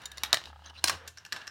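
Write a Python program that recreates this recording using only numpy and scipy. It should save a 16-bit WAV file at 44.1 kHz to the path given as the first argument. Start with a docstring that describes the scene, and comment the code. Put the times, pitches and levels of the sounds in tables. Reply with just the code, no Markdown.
"""A small room, close to a plastic marble run. Steel balls tick on rails, click a lever and clack through
tiles; a carrier taps and scrapes down a zip line, knocks against its end stop and rattles; a ball then
drops onto the track and rolls on. Each hit makes a part ring at its own tones, with a short noisy crack.
Under it are gritty rolling over tiny bumps, a low hum that slowly rises, and quiet room air."""
import sys
import numpy as np
from scipy import signal
from scipy.fft import rfft, irfft
from scipy.io import wavfile

SR = 44100
rng = np.random.default_rng(int(sys.argv[2]) if len(sys.argv) > 2 else 0)


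def wav_out(sig):
    """Save sig, one row per channel (or a flat mono array), as 16-bit PCM at SR to the path in sys.argv[1]."""
    wavfile.write(sys.argv[1], SR, np.round(np.clip(np.atleast_2d(sig).T, -1, 1) * 32767).astype(np.int16))


N = 66150
T = np.arange(N) / SR
HZ = np.fft.rfftfreq(N, 1 / SR)


def undb(db):
    """Turn decibels into a gain."""
    return 10 ** (np.asarray(db) / 20)


def unit(x):
    """Scale a sound to an average level (rms) of 1."""
    return x / np.sqrt(np.mean(x ** 2))


def unit_energy(x):
    """Scale a short sound to energy 1."""
    return x / np.sqrt(np.sum(x ** 2))


def along(points, hz):
    """Read between (f/Hz, value) points, with octaves evenly spaced."""
    f, v = np.array(points, float).T
    return np.interp(np.log(np.maximum(hz, 1)), np.log(f), v)


def colour(x, points):
    """Filter a sound by a curve of (f/Hz, level/dB) points."""
    cepstrum = irfft(np.log(undb(along(points, HZ))), N)
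    cepstrum[1:N // 2] *= 2  # fold it so that nothing rings before a hit
    cepstrum[N // 2 + 1:] = 0
    impulse = irfft(np.exp(rfft(cepstrum)), N)[:2048]
    return signal.fftconvolve(x, impulse)[:len(x)]


def resonate(x, hz, width_hz):
    """Keep a narrow band around one pitch, scaled to rms 1."""
    b, a = signal.iirpeak(hz, hz / width_hz, fs=SR)
    return unit(signal.lfilter(b, a, signal.lfilter(b, a, x)))


def fade(t, t60):
    """A fade that loses 60 dB in t60 seconds."""
    return np.exp(-np.log(1000) * t / t60)


def bell(x, width):
    """A smooth bump, highest at x = 0."""
    return np.exp(-.5 * (x / width) ** 2)


def even_noise(size):
    """Noise that is equally strong at all frequencies."""
    return unit(irfft(np.exp(2j * np.pi * rng.random(size // 2 + 1)), size))


def grains(spread_db):
    """A dense stream of tiny impacts of unequal size."""
    return rng.standard_normal(N) * undb(spread_db * np.minimum(rng.exponential(size=N), 5))


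def strike(hits, tones, crack_curve, crack_db, crack_t60):
    """Each hit rings a part's tones and a noisy crack; its length factor stretches both fades."""
    scatter, favour_width_oct, level_window_s = .0046, .17, .003
    bass_hz, pivot_hz, treble_hz = 887, 3920, 9700
    out, t = np.zeros(2 * N), T[:N // 12]
    hz, db, t60 = np.array(tones, float).T[:, :, None]
    gains = (-1) ** np.arange(len(hz))[:, None] * undb(db)  # neighbouring tones start opposite ways
    grid_hz = np.geomspace(30, SR / 2, 120)
    for start, level_db, bass_db, treble_db, length, rise, favoured_hz, boost_db in hits:
        detune = 1 + scatter * rng.standard_normal(hz.shape)
        ring = np.sum(gains * np.sin(2 * np.pi * hz * detune * t) * fade(t, t60 * length), axis=0)
        noise = np.concatenate([even_noise(128) for _ in range(len(t) // 128 + 1)])[:len(t)]
        attack = 1 - np.exp(-t / rise)
        crack = colour(noise * attack * fade(t, crack_t60 * length), crack_curve)
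        hit = unit_energy(ring * attack) + undb(crack_db) * unit_energy(crack)
        tilt = along([(bass_hz, bass_db), (pivot_hz, 0), (treble_hz, treble_db)], grid_hz)
        # The spot that is struck favours one pitch.
        favour = boost_db * bell(np.log2(grid_hz / favoured_hz), favour_width_oct)
        hit = colour(hit, np.c_[grid_hz, tilt + favour])
        i = int(start * SR)
        out[i:i + len(t)] += unit_energy(hit) * undb(level_db) * np.sqrt(level_window_s * SR)
    return out[:N]


def rolling():
    """Balls roll over tiny bumps: plastic rumbles, the contact grits, a rail sings, the base drones."""
    # Strength of the rolling: t/s, rumble level/dB, grit level/dB
    levels = [(0, -58.5, -57.5), (.04, -51, -57.5), (.09, -63.5, -62), (.15, -62, -61), (.21, -60, -56),
              (.3, -49, -56.5), (.42, -56.5, -63), (0.481, -64, -51), (.53, -67, -69.5), (.62, -70, -64.5),
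              (0.682, -57.5, -73), (.73, -74, -75), (.8, -65.5, -64.5), (0.928, -50, -40.5),
              (1.02, -54.5, -72), (1.072, -55, -59.5), (1.14, -76, -70), (1.2, -64, -62.5),
              (1.24, -64, -70), (1.31, -70, -64.5), (1.338, -48, -50), (1.42, -54.5, -56),
              (1.5, -60.5, -63.5)]
    # Colour of the plastic's rumble: f/Hz, level/dB
    rumble_curve = [(90, -12), (200, -14), (380, -9.5), (520, -15.5), (700, -3.5), (1100, -2.5), (1650, 2),
                    (2200, -8), (3500, -11.5), (8000, -54.5)]
    # Colour of the grit: f/Hz, level/dB
    grit_curve = [(1000, 1), (2200, -13), (2850, 6), (3300, -5), (3900, 2), (5000, -5), (7000, -12.5),
                  (10000, -20), (15000, -29)]
    # Singing of the rail: t/s, level/dB
    song_levels = [(0, -66), (.13, -56), (.21, -62), (.3, -71), (.6, -87), (.68, -59), (.74, -87),
                   (1.3, -79), (1.36, -55.5), (1.5, -55.5)]
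    # Brief low ring of the base plate: t/s, level/dB
    drone_levels = [(.85, -80), (.95, -69), (1.03, -55.5), (1.08, -61), (1.13, -93)]
    times, rumble_db, grit_db = np.array(levels).T
    rumble = unit(colour(grains(spread_db=1.5), rumble_curve)) * undb(np.interp(T, times, rumble_db))
    grit = unit(colour(grains(spread_db=2.5), grit_curve)) * undb(np.interp(T, times, grit_db))
    song = resonate(grains(spread_db=1.5), hz=1678, width_hz=150)
    song *= undb(np.interp(T, *np.array(song_levels).T))
    drone = resonate(even_noise(N), hz=520, width_hz=113)
    drone *= undb(np.interp(T, *np.array(drone_levels).T))
    return rumble + grit + song + drone


def hum():
    """A low hum that swells, fades and slowly rises in pitch."""
    # Course of the hum: t/s, f/Hz, level/dB
    course = [(0, 69.5, -70), (.08, 69, -59.5), (.23, 68.6, -54.5), (.33, 69.5, -59), (.4, 76.6, -69),
              (.496, 74.7, -52), (.58, 73.6, -55), (.83, 79.7, -56), (.884, 82.4, -55),
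              (0.961, 84.8, -48.5), (1.0, 81.7, -60), (1.07, 80.5, -55.5), (1.13, 81.4, -63),
              (1.31, 81.8, -75), (1.38, 86, -67), (1.5, 87, -70)]
    times, hz, db = np.array(course).T
    phase = 2 * np.pi * np.cumsum(np.interp(T, times, hz)) / SR
    return np.sqrt(2) * np.sin(phase) * undb(np.interp(T, times, db))


def room_air():
    """The room's air is a quiet, steady, mostly low noise."""
    # Colour of the air: f/Hz, level/dB
    air_curve = [(30, -12), (110, 8.5), (250, -7), (450, -20), (800, -12.5), (2500, -21.5), (8000, -25),
                 (16000, -29)]
    return unit(colour(rng.standard_normal(N), air_curve)) * undb(-68)


def rail_ticks():
    """Balls tick lightly against the rails."""
    # Ticks: t/s, level/dB, bass/dB, treble/dB, length factor, rise/s, favoured f/Hz, boost/dB
    hits = [(.0155, -47, 9, -2, 2.2, 0.0023, 2700, 5), (.0358, -49, 5, -5, 1, .001, 3800, 2),
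            (.0558, -32, -10, -2.5, 0.95, 0.0013, 7000, 6), (.1165, -40.5, 0.5, 1, .8, 0.00075, 3160, 5.5),
            (.1725, -40.5, 4.5, -1, 1.8, 0.00046, 5230, 2.5),
            (.1808, -36, 0, -5.5, 0.5, 0.00074, 4800, 7.5)]
    # Rail's ringing tones: f/Hz, level/dB, t60/s
    tones = [(2023, -6.5, 0.016), (3760, -5, 0.032), (4450, -12, 0.02), (5780, -6.5, 0.019),
             (7010, -4.5, 0.015), (8550, -13, 0.01), (9900, -4.5, .012), (14400, -17.5, 0.011)]
    # Colour of its crack: f/Hz, level/dB
    crack_curve = [(200, -22.5), (1000, 1), (2400, -4.5), (4000, 1.5), (6500, -7.5), (9000, -10),
                   (15000, -12.5)]
    return strike(hits, tones, crack_curve, crack_db=-1.5, crack_t60=.027)


def lever_clicks():
    """A lever is struck: one sharp click, then fainter ones."""
    # Clicks: t/s, level/dB, bass/dB, treble/dB, length factor, rise/s, favoured f/Hz, boost/dB
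    hits = [(.2346, -21.5, -1, 1.5, 1, 0.00011, 1400, 2), (.2482, -33.5, 3, -1, 1, .0004, 5600, 3),
            (.2578, -35, -2.5, -4, 1.6, 0.0013, 3850, 8), (.3065, -48.5, -2.5, -8, .6, .0003, 3000, 4.03)]
    # Lever's ringing tones: f/Hz, level/dB, t60/s
    tones = [(844, -8.5, 0.053), (1280, -8, 0.028), (1562, 0, 0.02), (1860, 1, .014), (2320, -4, 0.02),
             (2680, -2.5, 0.015), (3420, -1, 0.0095), (3780, -1, 0.038), (4460, -10, .012),
             (5180, -9, 0.016), (5880, -1.5, 0.015), (9800, -10, 0.0068), (11600, 0.5, 0.0056),
             (12500, -3, .004)]
    # Colour of its crack: f/Hz, level/dB
    crack_curve = [(100, -14), (400, -10.5), (1300, 0.5), (3600, 3), (6000, -6.5), (8000, -11),
                   (12500, -14), (15500, -18.5)]
    return strike(hits, tones, crack_curve, crack_db=-.5, crack_t60=.029)


def tile_clacks():
    """Steel balls clack against the plastic tiles; the last few fainter knocks are the carrier's wheel
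    beginning to tick."""
    # Clacks, then the first wheel ticks from .4155 s on: t/s, level/dB, bass/dB, treble/dB, length factor,
    # rise/s, favoured f/Hz, boost/dB
    hits = [(.3289, -11.5, 0, 1, 0.65, 0.00027, 4140, 9.1), (.3358, -24.5, 20.5, 3, 0.57, 0.00023, 5430, 4),
            (.3433, -20, 5.5, 1, 0.8, 0.00016, 1970, 2.4), (.3522, -43, -13, 4.5, 1, .0003, 6010, 2),
            (.3706, -29, 5, -10, 1, .0004, 3400, 2), (.4155, -45.5, 16, -15, 0.44, 0.00016, 990, 9.2),
            (.4388, -43, -4, -14, 0.6, .0002, 1910, 8.4), (.4558, -40, -15, -10, 0.96, 0.0001, 3040, 2.5)]
    # Tile's ringing tones: f/Hz, level/dB, t60/s
    tones = [(695, -17, 0.035), (1400, -5.5, 0.012), (1862, -9, 0.021), (2890, 3, 0.01),
             (3790, -0.5, 0.024), (4120, 2, 0.013), (4170, -4, 0.012), (4620, -5.5, 0.019),
             (5280, -8.5, 0.032), (5800, -6, 0.021), (8630, -19, .014), (12150, -14.5, .014)]
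    # Colour of its crack: f/Hz, level/dB
    crack_curve = [(40, -12.5), (150, -12.5), (300, -16.5), (700, -5.5), (1150, -11), (1800, 0.5),
                   (2700, -4), (4200, 0), (6500, -4.5), (10000, -10), (15000, -18)]
    return strike(hits, tones, crack_curve, crack_db=0, crack_t60=.021)


def carrier():
    """The carrier taps as it runs, and scrapes the zip line in short squeaky rubs."""
    # Soft taps, about one per wheel turn: t/s, level/dB
    taps = [(.4715, -46.5), (.501, -47.5), (.5295, -46), (.5598, -47), (.592, -51.5), (.621, -50.5),
            (.652, -52), (.678, -56), (.7075, -47.5), (.732, -54.5)]
    # Wheel's ringing tones: f/Hz, level/dB, t60/s
    tones = [(851, 2.5, 0.021), (1050, -7.5, 0.013), (1230, -4, 0.022), (1670, -3.5, 0.0097),
             (3210, -8, .01)]
    # Colour of its crack: f/Hz, level/dB
    crack_curve = [(200, 9.5), (600, -10), (950, 16), (1800, 4), (4000, -28), (9000, -44)]
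    # Scrapes on the line: middle t/s, half length/s, level/dB, squeak f/Hz
    scrapes = [(.648, 0.0062, -53, 3070), (0.661, 0.0027, -45, 6130), (0.671, .007, -49.5, 3950),
               (.6865, 0.0034, -55.5, 6030), (0.6974, 0.00077, -52.5, 6160), (0.7, 0.005, -48.5, 2960),
               (0.76, .013, -52.5, 2730), (0.787, .008, -47.5, 3990)]
    # Colour of the rubbing: f/Hz, level/dB
    rub_curve = [(500, -4.5), (1500, 2.5), (2200, -8.5), (3500, 2.5), (5500, -3.5), (7800, -22),
                 (9200, -13), (12000, -39), (15000, -23.5)]
    hits = [(start, db, 0, 0, 1, .0005, 3920, 0) for start, db in taps]  # no tilt or boost
    out = strike(hits, tones, crack_curve, crack_db=-8, crack_t60=.027)
    for middle, half_length, db, hz in scrapes:
        rub = unit(colour(grains(spread_db=6), rub_curve))
        squeak = resonate(grains(spread_db=4.5), hz, width_hz=420) * undb(1)
        out += unit(rub + squeak) * undb(db) * bell(T - middle, half_length)
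    return out


def end_stop_knocks():
    """The carrier knocks against its end stop and rattles."""
    # Knocks: t/s, level/dB, bass/dB, treble/dB, length factor, rise/s, favoured f/Hz, boost/dB
    hits = [(.8408, -15, -0.5, 2.5, 0.89, 0.000033, 5670, 3.4),
            (.8555, -31.5, -17, -35, 1.4, .001, 4800, 2.1), (.8738, -23, -15, -5, 3, 0.00072, 1510, 3.4),
            (.8812, -21, -4.5, 0, 1.8, 0.00031, 3230, 4.5), (.8957, -18.5, 0.5, 1, 1.65, .0004, 1700, 7.8)]
    # End stop's ringing tones: f/Hz, level/dB, t60/s
    tones = [(565, -9, .014), (769, -3.5, 0.01), (1103, 2.5, 0.022), (1468, -11, 0.015),
             (1720, -26, 0.0065), (3020, -17, 0.027), (4140, 0.5, 0.026), (4630, 0, 0.012),
             (5575, -2, 0.019), (7450, 1, 0.0063), (9200, -10, 0.0098), (9420, -2, 0.0079),
             (11750, -11, .007)]
    # Colour of its crack: f/Hz, level/dB
    crack_curve = [(60, -22), (140, -14.5), (220, -21), (320, -7.5), (500, -12.5), (1100, 2), (2300, 2.5),
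                   (3200, -1.5), (4300, 0), (5600, 1.5), (7000, -7), (10000, -10), (12500, -15.5),
                   (15500, -19)]
    return strike(hits, tones, crack_curve, crack_db=1, crack_t60=.019)


def track_knocks():
    """A ball drops onto the track and knocks along it."""
    # Knocks: t/s, level/dB, bass/dB, treble/dB, length factor, rise/s, favoured f/Hz, boost/dB
    hits = [(1.0758, -36, -5.5, 8.5, 1.86, 0.0011, 3640, 6.7),
            (1.1728, -42, 0, -1.5, 1.37, 0.0012, 5500, 5.1),
            (1.1835, -43.5, 7, -1, 0.39, .0006, 5650, 15.3),
            (1.2503, -40.5, 4, 5.5, 0.95, .0004, 2920, 11.6),
            (1.2618, -44, 10.5, 6.5, 1.1, .001, 5670, 6.7),
            (1.3231, -28, 2, -1.5, 0.88, 0.00026, 4150, 3.6),
            (1.3273, -28.5, 0, 0, 0.65, 0.0003, 4200, 6.2), (1.3618, -33, 9.5, -2, 3, 0.00033, 3480, 9),
            (1.4145, -43, -4, -15, 1.3, .002, 3050, 7.7), (1.4695, -41.5, -9, -3, 0.84, 0.0017, 4050, 1.8),
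            (1.4763, -34, 1.5, -1.5, 0.42, 0.003, 5440, 6.6)]
    # Track's ringing tones: f/Hz, level/dB, t60/s
    tones = [(1188, -10.5, 0.028), (1566, 4.5, 0.024), (1764, -2.5, 0.035), (2744, 1.5, 0.028),
             (4020, 4, 0.0085), (4476, 4.5, 0.0077), (5340, -1, 0.024), (5830, -6, 0.02), (7200, -7, .014),
             (11920, -5.5, 0.011)]
    # Colour of its crack: f/Hz, level/dB
    crack_curve = [(150, -25), (400, -13), (900, -4.5), (1600, 3.5), (3200, -3), (4500, -0.5), (6500, -2.5),
                   (10000, -14), (12200, -18.5), (13500, -21), (15500, -32)]
    return strike(hits, tones, crack_curve, crack_db=0, crack_t60=.023)


def room(x, tail_db):
    """Add quick echoes off the base plate and nearby pieces, then a short tail from the walls."""
    # How long the walls echo: f/Hz, t60/s
    fade_times = [(150, 0.42), (1000, 0.22), (4000, 0.27), (14000, 0.18)]
    # Colour of the tail: f/Hz, level/dB
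    tail_curve = [(100, 1.5), (500, -4.5), (1500, -3.5), (4000, -10), (8000, -5), (10500, -7),
                  (12200, -7.5), (15000, -4)]
    build_up_s, plate_delay_s, plate_blur_s = .004, .0012, .000664
    edges = np.concatenate([[0], np.geomspace(200, SR / 2, 9)])
    spectrum = rfft(even_noise(N))
    tail = np.zeros(N)
    for low, high in zip(edges, edges[1:]):
        band = irfft(spectrum * ((HZ >= low) & (HZ < high)), N)
        tail += band * fade(T, along(fade_times, (low + high) / 2))
    tail *= 1 - np.exp(-(T / build_up_s) ** 2)
    tail = colour(unit_energy(tail), tail_curve)
    pieces = unit_energy(even_noise(N) * fade(T, t60=.084) * (T > .001))
    plate = unit_energy(even_noise(N) * bell(T - plate_delay_s, plate_blur_s))
    echoes = undb(-11.5) * plate + undb(-12) * pieces + undb(tail_db) * tail
    return x + signal.fftconvolve(x, echoes)[:N]


def scene():
    """Mix the marble run, hum and air in one channel; farther parts echo more."""
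    mix = room_air()
    mix += room(rail_ticks(), tail_db=-15.5)
    mix += room(lever_clicks(), tail_db=-9)
    mix += room(tile_clacks(), tail_db=-8)
    mix += room(end_stop_knocks(), tail_db=-5.5)
    mix += room(track_knocks(), tail_db=-4.5)
    mix += room(carrier(), tail_db=-12)
    return (mix + rolling() + hum())[None]


def record(dry):
    """Thin the deep bass and cut the highest treble."""
    low_cut_hz, top_hz = 42, 16000
    thin = signal.sosfilt(signal.butter(2, low_cut_hz, "high", fs=SR, output="sos"), dry)
    return signal.sosfilt(signal.ellip(8, .2, 70, top_hz, fs=SR, output="sos"), thin)


dry = scene()
out = record(dry)
wav_out(out)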